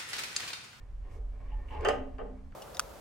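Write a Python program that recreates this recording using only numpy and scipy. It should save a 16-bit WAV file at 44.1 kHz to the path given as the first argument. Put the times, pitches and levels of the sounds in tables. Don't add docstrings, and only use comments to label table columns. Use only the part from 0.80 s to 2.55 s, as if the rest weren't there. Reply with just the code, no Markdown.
import sys
import numpy as np
from scipy import signal
from scipy.io import wavfile

SR = 44100
rng = np.random.default_rng(int(sys.argv[2]) if len(sys.argv) > 2 else 0)


def materialize(psi):
    bounded = np.clip(np.atleast_2d(psi).T, -1, 1)
    quanta = np.round(bounded * 32767).astype(np.int16)
    wavfile.write(sys.argv[1], SR, quanta)


N = 77175
T = np.arange(N) / SR

# time in seconds, relative level in dB.
HUM_LEVEL = [(0.0, -43), (0.238, -34), (0.33, -51.5), (0.414, -31), (0.516, -32), (0.554, -35),
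             (0.662, -39), (0.764, -26.5), (0.944, -48.5), (0.998, -42.5), (1.096, -52), (1.282, -54),
             (1.374, -36.5), (1.408, -61), (1.446, -36), (1.75, -54)]
HUM_HZ, HUM_WAVER_HZ, HUM_DB = 42.2, 1.5, -5.5
# time in seconds, relative level in dB.
RUMBLE_LEVEL = [(0.0, -47.5), (0.686, -45.5), (0.72, -46.5), (0.808, -40.5), (0.866, -45.5), (0.984, -37.5),
                (1.53, -52), (1.75, -45)]
# frequency in Hz, relative density in dB per Hz.
RUMBLE_SPECTRUM = [(20, 22), (30, 10.5), (45, -7.5), (72, 19.5), (100, -13), (140, -7), (250, -57.5)]
RUMBLE_DB = 1.5
# pitch in Hz, relative level in dB.
FAINT_TONES = [(72, -58), (99, -65.5)]
LOW_PAN_DB = -0.77
# frequency in Hz, relative density in dB per Hz.
AIR_SPECTRUM = [(100, -4.5), (200, -5.5), (400, -8.5), (800, -9.5), (2000, -20.5), (4000, -27),
                (9000, -32.5), (12000, -48.5), (15000, -90)]
AIR_DB = -66.5
# frequency in Hz, correlation from -1 to 1.
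STEREO_LIKENESS = [(50, 0.94), (150, 1), (300, 0.72), (480, 0.4), (750, 0.083), (1400, 0.47), (2800, 0.3),
                   (5000, 0.48), (12000, 0.49)]

# start in seconds, length in seconds, pitch in Hz, level in dB.
SQUEAK_EVENTS = [(-.06, 0.11, 1790, -72), (0.22, 0.22, 2160, -78), (0.617, 0.032, 1060, -67),
                 (0.713, 0.05, 853, -52.5), (0.714, 0.19, 1802, -68), (0.754, 0.068, 864, -60),
                 (0.901, 0.12, 852, -46), (0.934, 0.058, 785, -53.5), (0.89, 0.14, 1062, -54.5),
                 (0.983, 0.15, 437, -41)]
SQUEAK_WAVER_HZ = 27.4
# start in seconds, length in seconds, relative level in dB.
RASP_EVENTS = [(0.188, .21, -78), (0.673, 0.11, -69), (0.866, 0.13, -58), (1.003, .05, -70)]
# frequency in Hz, relative density in dB per Hz.
RASP_SPECTRUM = [(1500, -29), (2100, 7), (2450, -24), (2800, 3.5), (3150, -7), (3600, -31), (6000, -55)]
RASP_GRAIN_DB, RASP_GRAINS_PER_S = 4.5, 160
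# start in seconds, length in seconds, level in dB.
SLIDE_EVENTS = [(0.282, 0.12, -73), (0.85, 0.13, -76)]
# frequency in Hz, relative density in dB per Hz.
SLIDE_SPECTRUM = [(1000, -31), (3000, -8), (6000, -1), (10000, -9.5), (15000, -18)]

# time in seconds, relative force in dB.
RUB_FORCE = [(0, -64), (.18, -77.5), (.27, -61.5), (.35, -57), (.43, -81.5), (.53, -66), (.63, -60.5),
             (.8, -61), (.88, -59.5), (.945, -44.5), (.99, -47), (1.04, -41.5), (1.09, -62), (1.75, -72)]
SLIPS_PER_S, SLIP_SPREAD_DB, RUB_BRIGHT_HZ = 600, 3, 3260
# frequency in Hz, relative density in dB per Hz.
RUB_SPECTRUM = [(150, -20.5), (300, -6), (450, 4), (540, -3.5), (730, 6), (920, -8.5), (1180, 1),
                (1400, -22.5), (2100, -10), (2450, -17), (3050, -21.5), (3600, -24), (12000, -31.5)]
RUB_T60_S, RUB_PANEL_DB, RUB_PANEL_HZ = 0.065, -2.5, 980

# time in seconds, level in dB.
LOW_RING_LEVEL = [(.15, -80.5), (.3, -70.5), (.95, -64), (1.12, -61.5), (1.22, -43.5), (1.27, -48),
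                  (1.34, -57), (1.41, -54), (1.47, -60), (1.53, -51.5), (1.62, -59), (1.75, -66.5)]
LOW_RING_HZ = 264.6

# start in seconds, relative level in dB, contact brightness in Hz.
PANEL_KNOCKS = [(0.354, -47, 480), (0.387, -46.5, 468), (0.439, -53.5, 650), (1.049, -23, 3450),
                (1.057, -25.5, 3030), (1.0705, -21, 760), (1.0773, -25, 675), (1.0848, -24, 4550),
                (1.1024, -31.5, 4380), (1.147, -46, 1184), (1.3823, -48.5, 2370), (1.389, -37.5, 1500),
                (1.3976, -37.5, 1250), (1.4108, -26.5, 366), (1.453, -40.5, 750)]
# pitch in Hz, relative level in dB, t60 in seconds, relative level in dB of the cluster around it.
STRONG_MODES = [(403, -15, 0.34, -10), (435.2, -3, 0.19, -7), (469.8, -18, 0.081, -9),
                (576.4, -11.5, 0.74, -7.5), (610.2, -14.5, 0.33, -8.5), (681, -15.5, 0.33, -14.5),
                (715, -14, 0.52, -15.5), (771.7, -10, 0.4, -9), (854, -14, 0.48, -14),
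                (1066, -11, 0.24, -15.5), (1187, -11.5, 0.16, -16), (1240, -8.5, 0.39, -12),
                (1534, -23, 0.43, -16), (1790, -14.5, .35, -19), (1945, -18.5, 0.36, -17.5),
                (2797, -7.5, 0.083, -12.5), (3066, -14.5, 0.16, -14.5)]
MODES_DB, CLUSTER_DB = -8, -9
CLUSTER_WIDTH = 0.071
MODE_SKEW_RAD = 0.46
# frequency in Hz, relative density in dB per Hz.
CROWD_SPECTRUM = [(100, -1.5), (280, -6.5), (420, 14), (700, -13.5), (1000, 0.5), (1250, 3), (1900, 4),
                  (2350, -3.5), (2800, 7.5), (3200, -18), (3600, -15.5), (6500, -12), (15000, -44)]
CROWD_DB = -16
# frequency in Hz, t60 in seconds.
CROWD_T60 = [(200, 0.38), (600, 0.52), (1500, 0.39), (3000, 0.35), (7000, 0.37), (14000, 0.17)]
PANEL_RISE_S = 0.0031
CLANK_DB, CLANK_T60_S = 7, 0.054
# pitch in Hz, relative level in dB, t60 in seconds.
SLOW_MODES = [(200, -17, 1.58), (220.7, -28, 0.88), (253.9, -20, 1.2), (287.3, -18.5, 0.42)]
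BENDING_DB, BENDING_RISE_S = -2.5, 0.045

# start in seconds, relative level in dB, brightness in Hz.
JAW_CLICKS = [(1.0085, -44.5, 8000), (1.0482, -27.5, 8880), (1.062, -51, 7000), (1.072, -37, 7000),
              (1.081, -36, 7100), (1.0858, -21, 9000), (1.102, -44.5, 7840), (1.3832, -38.5, 2350),
              (1.589, -58, 3000), (1.7215, -44.5, 2000)]
# pitch in Hz, relative level in dB, t60 in seconds.
WRENCH_RING = [(4660, -7.5, 0.027), (5010, -24, 0.2), (6440, -7.5, .03), (6460, -35, 0.32),
               (7430, -12.5, 0.021)]
WRENCH_DB = -7
# frequency in Hz, relative density in dB per Hz.
CRACK_SPECTRUM = [(500, 1), (1500, 15), (3800, -7.5), (5000, -8), (7500, -0.5), (10000, -12.5),
                  (15000, -8.5)]
CRACK_DB, CRACK_T60_S, CRACK_RISE_S = -7, 0.021, 0.00032
ROOM_DB, ROOM_T60_S = -19.5, 0.2

# start in seconds, length in seconds, pitch in Hz, level in dB.
PIPE_JUDDERS = [(1.073, 0.025, 456.4, -31), (1.406, 0.031, 419, -43)]

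STOPBAND_HZ, STOPBAND_DB = 16000, 70


def from_db(db):
    return 10 ** (np.asarray(db) / 20)


def rms_one(x):
    return x / np.sqrt(np.mean(x ** 2) + 1e-20)


def level(rows):
    return from_db(np.interp(T, *np.transpose(rows)))


def at_hz(points, hz):
    table_hz, values = np.transpose(points)
    return np.interp(np.log(hz), np.log(table_hz), values)


def dying(t60):
    return np.exp(-np.log(1000) * T / t60)


def rising(seconds):
    return 1 - np.exp(-T / seconds)


def swell(start, length):
    return np.sin(np.pi * np.clip((T - start) / length, 0, 1))


def soften(x, hz):
    lowpass = signal.butter(2, min(hz, .45 * SR), fs=SR, output="sos")
    return signal.sosfilt(lowpass, x + 1e-18)


def wander(rate):
    return np.interp(T * rate, np.arange(1000), rng.standard_normal(1000))


def wavering_tone(hz, waver_hz, rate):
    cycles = np.cumsum(hz + waver_hz * wander(rate)) / SR
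    return np.sqrt(2) * np.sin(2 * np.pi * cycles)


def stereo_band(white, low, high):
    bandpass = signal.butter(2, [low, high], "band", fs=SR, output="sos")
    mid, side = signal.sosfilt(bandpass, white)[:, -N:]
    alike = np.clip(at_hz(STEREO_LIKENESS, np.sqrt(low * high)), -1, 1)
    return np.sqrt(1 + alike) * mid + np.sqrt(1 - alike) * side * [[1], [-1]]


def bands(spectrum, count=4):
    edges = 18 * 2 ** (np.arange(10 * count + 1) / count)
    white = rng.standard_normal((2, 2, N + SR // 4))
    parts = []
    for k, (low, high) in enumerate(zip(edges, edges[1:])):
        hz = np.sqrt(low * high)
        parts.append((hz, from_db(at_hz(spectrum, hz)) * stereo_band(white[k % 2], low, high)))
    total = sum(part for _, part in parts).std()
    return [(hz, part / total) for hz, part in parts]


def noise(spectrum, count=2):
    return sum(part for _, part in bands(spectrum, count))


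def ear_skew(k):
    return MODE_SKEW_RAD * (-1) ** k * np.array([[1], [-1]])


def ringing(modes):
    out = 0
    for k, (hz, db, t60) in enumerate(modes):
        sine = np.sin(2 * np.pi * hz * T + ear_skew(k))
        out = out + (-1) ** k * from_db(db) * dying(t60) * sine
    return out


def blows(rows):
    return sum(soften(from_db(db) * signal.unit_impulse(N, int(s * SR)), hz) for s, db, hz in rows)


def excite(body, force):
    return signal.fftconvolve(body, force[None], axes=1)[:, :N]


def background():
    hum = from_db(HUM_DB) * level(HUM_LEVEL) * wavering_tone(HUM_HZ, HUM_WAVER_HZ, rate=12.6)
    rumble = from_db(RUMBLE_DB) * level(RUMBLE_LEVEL) * noise(RUMBLE_SPECTRUM)
    tones = sum(from_db(db) * wavering_tone(hz, waver_hz=6.5, rate=51) for hz, db in FAINT_TONES)
    pan = from_db([[LOW_PAN_DB], [-LOW_PAN_DB]])
    return (hum + rumble + tones) * pan + from_db(AIR_DB) * noise(AIR_SPECTRUM)


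def sliding():
    squeaks = sum(from_db(db) * swell(s, length) * wavering_tone(hz, SQUEAK_WAVER_HZ, rate=280)
                  for s, length, hz, db in SQUEAK_EVENTS)
    rasp_level = sum(from_db(db) * swell(s, length) for s, length, db in RASP_EVENTS)
    grain = from_db(RASP_GRAIN_DB * wander(RASP_GRAINS_PER_S))
    rasp = noise(RASP_SPECTRUM, count=5) * rasp_level * grain
    hiss_level = sum(from_db(db) * swell(s, length) for s, length, db in SLIDE_EVENTS)
    hiss = noise(SLIDE_SPECTRUM) * hiss_level
    return hiss + rasp + squeaks


def clank():
    return rising(PANEL_RISE_S) * (1 + from_db(CLANK_DB) * dying(CLANK_T60_S))


def panel():
    return ringing([mode[:3] for mode in STRONG_MODES]) * clank()


def rubbing(radiator):
    happens = rng.random(N) < SLIPS_PER_S / SR
    strength = from_db(SLIP_SPREAD_DB * rng.standard_normal(N))
    slips = happens * strength * rng.choice([-1, 1], N)
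    force = soften(rms_one(slips) * level(RUB_FORCE), RUB_BRIGHT_HZ)
    nut = rms_one(noise(RUB_SPECTRUM, count=3) * dying(RUB_T60_S))
    shaken_panel = from_db(RUB_PANEL_DB) * rms_one(soften(radiator, RUB_PANEL_HZ))
    return excite((nut + shaken_panel) / np.sqrt(N), force)


def low_ring():
    return level(LOW_RING_LEVEL) * wavering_tone(LOW_RING_HZ, waver_hz=2.9, rate=25)


def clusters():
    parts = []
    for k, (hz, db, t60, cluster_db) in enumerate(STRONG_MODES):
        half = CLUSTER_WIDTH * hz / 2
        close = rms_one(stereo_band(rng.standard_normal((2, N + SR // 4)), hz - half, hz + half))
        sine = np.sin(2 * np.pi * (hz * T + rng.random()) + ear_skew(k))
        parts.append((hz, t60, from_db(MODES_DB + db) * sine))
        parts.append((hz, at_hz(CROWD_T60, hz), from_db(CLUSTER_DB + cluster_db) * close))
    return parts


def knocking():
    out, shape = 0, clank()
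    crowd = [(hz, at_hz(CROWD_T60, hz), from_db(CROWD_DB) * part) for hz, part in bands(CROWD_SPECTRUM)]
    for hz, t60, part in clusters() + crowd:
        tail = (shape * dying(t60)) ** 2
        energy = np.zeros(N)
        for s, db, bright_hz in PANEL_KNOCKS:
            start = int(s * SR)
            softness = 1 / (1 + (hz / bright_hz) ** 4)
            energy[start:] += from_db(db) ** 2 * softness * tail[:N - start]
        out = out + part * np.sqrt(energy)
    return out


def bending():
    body = from_db(BENDING_DB) * ringing(SLOW_MODES) * rising(BENDING_RISE_S)
    return excite(body, blows(PANEL_KNOCKS))


def wrench():
    decay = from_db(CRACK_DB) * dying(CRACK_T60_S) + from_db(ROOM_DB) * dying(ROOM_T60_S)
    crack = noise(CRACK_SPECTRUM) * decay
    return (crack + from_db(WRENCH_DB) * ringing(WRENCH_RING)) * rising(CRACK_RISE_S)


def clicking():
    return excite(wrench(), blows(JAW_CLICKS))


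def judder():
    return sum(from_db(db) * swell(s, length) * np.sqrt(2) * np.sin(2 * np.pi * hz * (T - s))
               for s, length, hz, db in PIPE_JUDDERS)


def scene():
    jaw = sliding() + rubbing(panel())
    radiator = low_ring() + knocking() + bending()
    return background() + jaw + radiator + clicking() + judder()


def record(dry):
    lowpass = signal.cheby2(14, STOPBAND_DB, STOPBAND_HZ, fs=SR, output="sos")
    return signal.sosfilt(lowpass, dry)


dry = scene()
out = record(dry)
materialize(out)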